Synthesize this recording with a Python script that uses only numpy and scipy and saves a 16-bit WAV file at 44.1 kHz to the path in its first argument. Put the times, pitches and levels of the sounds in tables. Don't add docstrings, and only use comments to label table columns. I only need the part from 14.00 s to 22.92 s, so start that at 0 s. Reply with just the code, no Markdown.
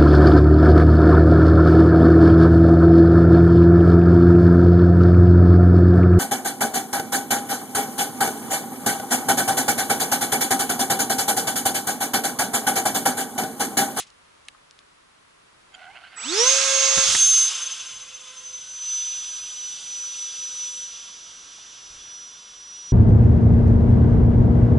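import sys
import numpy as np
from scipy import signal
from scipy.fft import rfft, irfft, next_fast_len
from scipy.io import wavfile
from scipy.ndimage import uniform_filter1d

SR = 44100
rng = np.random.default_rng(int(sys.argv[2]) if len(sys.argv) > 2 else 0)


def materialize(psi):
    bounded = np.clip(np.atleast_2d(psi).T, -1, 1)
    quanta = np.round(bounded * 32767).astype(np.int16)
    wavfile.write(sys.argv[1], SR, quanta)


N = 393372

# (frequency [Hz], relative level [dB])
FIELD_COLOUR = [(15, -33), (25, -3.5), (48, -5.5), (92, -5), (260, -7.5), (327, -7.5), (433, -8),
                (518, -9.5), (603, -8.5), (778, -9.5), (1080, -2.5), (2050, -8.5), (9680, -19),
                (11000, -18.5), (14300, -58), (22000, -120)]
# (frequency [Hz], side minus mid [dB])
FIELD_SPREAD = [(60, -16), (110, -7), (190, -2), (340, 2), (610, 7), (1090, 0), (1950, 0.5), (3470, 2),
                (6200, -2.5), (11100, -2)]
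# (time [s], peak [dB], centre [Hz], width [Hz], t60 [s])
HANDLING_HITS = [(0, -22, 4300, 6200, 0.076), (0.022, -31, 3600, 4500, 0.095),
                 (0.067, -42, 4000, 4500, 0.12), (.102, -43, 4480, 3500, .015),
                 (.452, -48, 6500, 3000, .012), (.485, -23, 2460, 2920, 0.016),
                 (0.484, -29.5, 7300, 6000, 0.0071), (0.547, -43.5, 1200, 400, .03),
                 (.71, -35.5, 4070, 4500, 0.0081), (0.79, -36, 3200, 3500, 0.015),
                 (2.981, -17.5, 1190, 2200, .02), (3.149, -13.5, 1480, 1980, 0.037),
                 (6.039, -39.5, 1320, 300, .07), (7.086, -47.5, 1070, 200, 0.11),
                 (7.585, -47, 780, 400, .04)]

START_S, CREEP_S, SPOOL_S = 1.71, (1.87, 2.16), (2.182, 2.546)
LOAD_ON_S, LOAD_OFF_S = (2.155, 2.182), (2.316, 2.35)
STUTTER_OFF_S = (2.05, 2.5)
# (time [s], shaft rate [Hz])
FULL_SHAFT_HZ = [(2.6, 540), (3, 536.5), (3.2, 526.7), (3.47, 521.5), (3.85, 515.7), (4.25, 513),
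                 (4.5, 508), (4.72, 505), (5.45, 500), (6, 497.6), (6.7, 496.3), (7.3, 492.7),
                 (8.65, 486.7)]
WHINE_ORDERS = [18, 24, 36, 48]
# (idling [dB], under load [dB])
WHINE_LEVELS = [(-65, -41.5), (-78.5, -48), (-69.5, -60), (-68, -75)]
# (time [s], level [dB])
CURRENT_KICKS = [(1.743, -34), (1.75, -31)]
# (frequency [Hz], relative level [dB])
WINDING_TONES = [(1430, -21), (2600, -14), (3200, -4.5), (4720, -16), (7050, -14)]
# (centre [Hz], width [Hz], relative level [dB])
DUCT_MODES = [(740, 170, -1), (1480, 220, -1), (2130, 220, -3), (2850, 600, -6), (4100, 700, -16)]

# (from [s], to [s])
FLIGHT_STAGES = [(1.7, 3.014), (3.21, 3.45), (3.56, 4.3), (4.88, 6.85), (7.12, 8.92)]
# (aspect [0 beside, 1 behind, 2 low run, 3 far], left minus right [dB], width [0-1])
STAGE_PERSPECTIVE = [(0, -5, 0.5), (1, -2.5, 0.24), (2, -1, 0.22), (3, -1.4, .12), (3, -1.9, 0.15)]
# (time [s], level [dB])
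JET_FADER = [(2.45, -24), (2.56, -24), (2.68, -25.5), (2.92, -25.5), (3.13, -23), (3.28, -28),
             (3.35, -27.5), (4.07, -46.5), (4.72, -46.5), (4.92, -40), (5.49, -42.5), (6.48, -42),
             (6.59, -41), (7.17, -47.5), (8.63, -50.5), (8.92, -49)]
# (level over the fader [dB], unsteadiness [0-1], ground echo [0-1])
WHISTLE_MIX = [(4, 0.21, 0.16), (12.5, .06, .03), (3, 0.57, 0.55), (9.5, 0.04, .03), (2.5, 0.02, 0)]
# (time [s], gain [dB], half length [s])
WHISTLE_SWELLS = [(2.205, -11, .03), (2.306, 3.5, 0.022), (2.35, -5, 0.017), (2.445, 4, 0.044),
                  (2.62, -6.5, 0.065), (2.756, 0.5, 0.045), (3.137, -12, 0.069), (3.527, -4, 0.079),
                  (4.53, 6, 0.045), (4.95, 4, 0.16), (5.522, -3.5, 0.094), (5.81, -7.5, 0.072),
                  (8.18, 7, .14), (8.82, 7.5, 0.22)]
# (level [dB], relative octave [dB], relative buzz [dB])
HUM_MIX = [(-32, -10, 0.5), (-60, 3.5, 12), (-64.5, 1, 7), (-69.5, -2, 4.5), (-76.5, -11, 0)]
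# (share of full speed [0-1], gain [dB], octave gain [dB])
HUM_SWELL = [(.25, -48, 0), (.46, -11, -6), (.66, -1, -12), (.86, 8, 1), (.96, -1, 16.5), (1, 0.5, -0.5)]
# (multiple of the shaft rate, relative level [dB])
BUZZ_PARTIALS = [(3, -10), (4, -7), (5, -7.5), (6, -14), (7, -12), (8, -13), (9, -17), (11, -13)]
# (low roar over the fader [dB], top hiss over the fader [dB])
RUSH_MIX = [(-10.5, -4), (-16, -1), (-11, -6), (-16.5, -4), (-14, -8.5)]
# (frequency [Hz], relative level [dB])
RUSH_BESIDE = [(100, -36), (300, -26), (700, -17), (1000, -10), (1300, -8), (1800, -10), (2800, -6),
               (3700, -5), (4400, -6), (6100, 0), (7900, -7), (8800, -17), (10100, -19), (10900, -17)]
RUSH_BEHIND = [(200, -36), (700, -26), (1000, -14), (1500, -12), (1900, -13), (2400, -11), (2900, -4),
               (3550, -2), (4200, -7), (5200, -2), (7400, -3), (8800, -13), (10100, -14), (10900, -11)]
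RUSH_LOW_RUN = [(200, -37), (700, -27), (1000, -11), (1500, -10.5), (2000, -13), (2500, -6.5), (2950, 0.5),
                (3550, -1.5), (4300, -9), (5200, -4), (6500, -4), (7400, -4.5), (8800, -14.5),
                (10100, -15.5), (10900, -15)]
RUSH_FAR = [(500, -22), (900, -16), (1400, -9), (2000, -14), (2500, -8), (2950, -1), (3550, 0), (4300, -6),
            (5200, -1.5), (6500, -2), (7400, -5), (8800, -13), (10100, -18), (10900, -15)]
# (time [s], elevation [degrees])
JET_ELEVATION = [(2.9, 66), (3.6, 38.8), (4, 29.2), (4.4, 23.3), (4.8, 20.1), (5.4, 20.1), (6.1, 22.8),
                 (7, 27.8), (7.6, 29.2), (8.9, 26)]
# (centre [Hz], width [Hz], gain [dB])
PORT_EQ = [(624, 72, -6), (1313, 160, 5), (1582, 115, 4.5), (1730, 140, -5.5), (2485, 44, 4.5),
           (2420, 61, -5), (3380, 62, -2), (3463, 150, 5), (9540, 170, 5.5), (10000, 450, -7),
           (10060, 220, 3.5)]
# (time [s], rms at the crest [dB], half length [s], low [Hz], high [Hz])
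AIR_PUFFS = [(2.982, -31, 0.0085, 72, 170), (3.104, -42, 0.026, 18, 140), (3.148, -37.5, 0.0056, 190, 452),
             (3.158, -43, 0.012, 20, 150), (3.949, -64, 0.18, 31, 181), (7.95, -58, .08, 16, 60)]


def undb(db):
    return 10 ** (np.asarray(db) / 20)


def times():
    return np.arange(N) / SR


def curves(table):
    cues, *columns = np.transpose(table)
    return [np.interp(times(), cues, column) for column in columns]


def staged(table):
    return curves(np.column_stack([np.ravel(FLIGHT_STAGES), np.repeat(table, 2, axis=0)]))


def ease(from_s, to_s):
    u = np.clip((times() - from_s) / max(to_s - from_s, 1 / SR), 0, 1)
    return u * u * (3 - 2 * u)


def bell(x, centre, half):
    return np.exp(-((x - centre) / half) ** 2)


def unit(x):
    return x / np.sqrt(np.mean(x ** 2))


def colour(x, points):
    hz, db = np.transpose(points)
    size = next_fast_len(N)
    bins_hz = np.maximum(np.fft.rfftfreq(size, 1 / SR), 1)
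    gain = undb(np.interp(np.log(bins_hz), np.log(hz), db))
    return irfft(rfft(x, size) * gain, size)[..., :N]


def band(x, lo_hz, hi_hz, order=2):
    sos = signal.butter(order, [lo_hz, min(hi_hz, SR / 2 - 1)], "band", fs=SR, output="sos")
    return signal.sosfilt(sos, x)


def walk(rate_hz):
    hold = int(SR / rate_hz)
    steps = np.repeat(rng.standard_normal(N // hold + 1), hold)
    return unit(uniform_filter1d(uniform_filter1d(steps, hold), hold)[:N])


def ears(mid, side):
    return np.array([mid + side, mid - side])


def field(level_db=-59, lift_db=2.5):
    mid, side = unit(colour(rng.standard_normal((2, N)), FIELD_COLOUR))
    swell_db = .5 * walk(4.7) + lift_db * np.clip((times() - 4) / 2, 0, 1)
    return undb(level_db + swell_db) * ears(mid, colour(side, FIELD_SPREAD))


def handling(spread=0.3):
    out, t = np.zeros((2, N)), np.arange(SR // 5) / SR
    for at_s, db, hz, width_hz, t60 in HANDLING_HITS:
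        lo_hz = np.hypot(hz, width_hz / 2) - width_hz / 2
        decay = np.exp(-np.log(1000) * t / t60)
        mid, side = band(rng.standard_normal((2, len(t))) * decay, lo_hz, lo_hz + width_hz)
        start = int(at_s * SR)
        out[:, start:start + len(t)] += undb(db) * ears(mid, spread * side) / abs(mid).max()
    return out


def throttle(idle=.076, creep=.19):
    spooled = np.clip((times() - SPOOL_S[0]) / (SPOOL_S[1] - SPOOL_S[0]), 0, 1)
    share = idle + (creep - idle) * ease(*CREEP_S) + (1 - creep) * np.sin(np.pi / 2 * spooled)
    return uniform_filter1d(share, SR // 50)


def duct_gain(hz, boost_db=16):
    return 1 + sum(undb(boost_db + db) * bell(hz, centre, width / 2) for centre, width, db in DUCT_MODES)


def motor_whine(turn, shaft_hz, load, flutter_db=3):
    idling = ease(START_S, START_S + .13) * (1 - ease(*STUTTER_OFF_S))
    out = 0
    for order, (idle_db, load_db) in zip(WHINE_ORDERS, WHINE_LEVELS):
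        gain = idling * undb(idle_db) * duct_gain(order * shaft_hz) + load * undb(load_db)
        out += gain * undb(flutter_db * walk(70)) * np.sin(order * turn + .9 * walk(260))
    return np.sqrt(2) * out


def stutter(turn, blade_hz, level_db=-48.5, uneven_db=3):
    decay = np.exp(-(turn / np.pi % 1) / .56)
    jolts = rng.standard_normal(N) * decay * undb(uneven_db * walk(90))
    rings = [undb(db) * band(jolts, hz - width / 2, hz + width / 2) for hz, width, db in DUCT_MODES]
    rasp = sum(ring * np.minimum(hz / blade_hz, 1) ** 2 for ring, (hz, _, _) in zip(rings, DUCT_MODES))
    return undb(level_db) * (1 - ease(*STUTTER_OFF_S)) * rasp / np.std(sum(rings))


def winding_chirps():
    t = times()
    kicks = sum(undb(db) * bell(t, at_s, .0025) for at_s, db in CURRENT_KICKS)
    return kicks * sum(undb(db) * np.sin(2 * np.pi * hz * t) for hz, db in WINDING_TONES)


def controller(load, level_db=-36.5, start_hz=7795, sag_hz_per_s=550):
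    hz = start_hz - sag_hz_per_s * (times() - LOAD_ON_S[0])
    return np.sqrt(2) * load * undb(level_db) * np.sin(2 * np.pi * np.cumsum(hz) / SR)


def whistle_ride(rock_s=6.44, rock_half_s=.42, rock_hz=5, rock_db=2.5, wander_db=.54):
    t = times()
    swells_db = sum(db * bell(t, at_s, half_s) for at_s, db, half_s in WHISTLE_SWELLS)
    rocking = np.exp(-((t - rock_s) / rock_half_s) ** 4) * np.cos(2 * np.pi * rock_hz * (t - rock_s))
    return swells_db + rock_db * rocking + wander_db * walk(7)


def whistle(blade_phase, speed, load, width, db_per_decade=35.5, waver_db=.5, skirt=.024):
    fader_db, = curves(JET_FADER)
    stage_db, eddies, _ = staged(WHISTLE_MIX)
    level_db = fader_db + stage_db + whistle_ride() + db_per_decade * np.log10(speed)
    eddies = eddies + .34 * load
    swing = 1 + eddies * (walk(90) + 1j * walk(90)) + skirt * (walk(260) + 1j * walk(260))
    tone = swing * np.exp(1j * blade_phase) / np.sqrt(1 + 2 * eddies ** 2)
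    side = width * (1.07 + .39 * walk(9.1)) * tone.real
    stereo = ears(tone.imag, -side) / np.hypot(1, 1.15 * width)
    return np.sqrt(2) * undb(level_db + waver_db * walk(28)) * stereo


def hum(turn, speed, lead_rad=.46, flutter_db=1.5, buzz_db_per_decade=50):
    level_db, octave_db, buzz_db = staged(HUM_MIX)
    share, *swells = np.transpose(HUM_SWELL)
    swell_db, octave_swell_db = (np.interp(speed, share, column) for column in swells)
    root = undb(flutter_db * walk(22.96)) * np.sin(turn + np.array([[-lead_rad], [lead_rad]]))
    octave = undb(octave_db + octave_swell_db + 2 * walk(22.07)) * np.sin(2 * turn)
    buzz = sum(undb(db + 2.5 * walk(22)) * np.sin(order * turn + rng.uniform(0, 2 * np.pi))
               for order, db in BUZZ_PARTIALS)
    buzz_gain = undb(buzz_db + buzz_db_per_decade * np.log10(speed))
    return np.sqrt(2) * undb(level_db) * (undb(swell_db) * (root + octave) + buzz_gain * buzz)


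def rush(speed, aspect, width, db_per_decade=34.5, flicker_db=.69, core_db=-.61):
    decades = np.log10(speed)
    level_db = curves(JET_FADER)[0] + db_per_decade * decades
    roar_db, hiss_db = staged(RUSH_MIX)
    noise = rng.standard_normal((2, N))
    air = sum(np.maximum(1 - abs(aspect - k), 0) * colour(noise, [(40, -55)] + spectrum)
              for k, spectrum in enumerate([RUSH_BESIDE, RUSH_BEHIND, RUSH_LOW_RUN, RUSH_FAR]))
    roar = colour(air, [(1800, 0), (2200, -6), (2800, -40)])
    hiss = colour(air, [(5500, -40), (6700, -6), (7600, 0)])
    layers = [(roar, (700, 2000), roar_db - 22 * decades),
              (air - roar - hiss, (2500, 5400), core_db),
              (hiss, (6900, 11000), hiss_db + 14 * decades)]
    out = 0
    for layer, edges_hz, db in layers:
        power = uniform_filter1d(band(air[0], *edges_hz, order=4) ** 2, SR // 4)
        out += layer / np.sqrt(power) * undb(level_db + db + flicker_db * walk(25))
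    return ears(out[0], width * out[1])


def grass(mic_height_m=1.6, sound_m_s=343, grazing_deg=20):
    degrees, = curves(JET_ELEVATION)
    lag_s = 2 * mic_height_m * np.sin(np.radians(degrees)) / sound_m_s
    return lag_s, .74 * (grazing_deg / degrees) ** 1.5


def ground_comb(x, lag_s, strength, edge_hz=None):
    read_at = (times() - uniform_filter1d(lag_s, SR // 5)) * SR
    source = x if edge_hz is None else colour(x, [(edge_hz, 0), (2 * edge_hz, -12)])
    echo = np.array([np.interp(read_at, np.arange(N), channel) for channel in source])
    return (x + strength * echo) / np.sqrt(1 + strength ** 2)


def port(x):
    hz = np.arange(1, SR // 2, 10)
    eq_db = sum(db * bell(hz, centre, width / 2) for centre, width, db in PORT_EQ)
    return colour(x, np.transpose([hz, eq_db]))


def jet(blades=12, air_lag_db=-4):
    speed = throttle()
    shaft_hz = speed * uniform_filter1d(curves(FULL_SHAFT_HZ)[0], SR // 30)
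    turn = 2 * np.pi * np.cumsum(shaft_hz) / SR
    aspect, pan_db, width = staged(STAGE_PERSPECTIVE)
    lag_s, bounce = grass()
    whistle_bounce = staged(WHISTLE_MIX)[-1]
    powered, blowing = ease(START_S, START_S + .043), ease(*LOAD_ON_S)
    load = blowing * (1 - ease(*LOAD_OFF_S))
    motor = motor_whine(turn, shaft_hz, load) + stutter(turn, blades * shaft_hz)
    motor += winding_chirps() + controller(load)
    fan = ground_comb(whistle(blades * turn, speed, load, width), lag_s, whistle_bounce)
    fan += ground_comb(hum(turn, speed), lag_s, bounce)
    air = port(ground_comb(rush(speed, aspect, width), lag_s, bounce, edge_hz=5000))
    air *= undb(air_lag_db * load)
    pan = undb(np.array([pan_db, -pan_db]) / 2)
    return (powered * motor + blowing * (fan + air)) * pan / np.sqrt(np.mean(pan ** 2, axis=0))


def buffets(spread=.27):
    out = np.zeros((2, N))
    for at_s, db, half_s, lo_hz, hi_hz in AIR_PUFFS:
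        window = bell(np.arange(SR) / SR, .5, half_s)
        puff = band(rng.standard_normal((2, SR)), lo_hz, hi_hz) * window
        puff *= np.sqrt(np.sum(window ** 2) / np.sum(puff ** 2, axis=1, keepdims=True))
        start = int((at_s - .5) * SR)
        out[:, start:start + SR] += undb(db) * ears(puff[0], spread * puff[1])
    return out


def scene():
    return jet() + handling() + buffets() + field()


def record(dry):
    return signal.sosfilt(signal.ellip(12, .2, 80, 11020, fs=SR, output="sos"), dry)


dry = scene()
out = record(dry)
materialize(out)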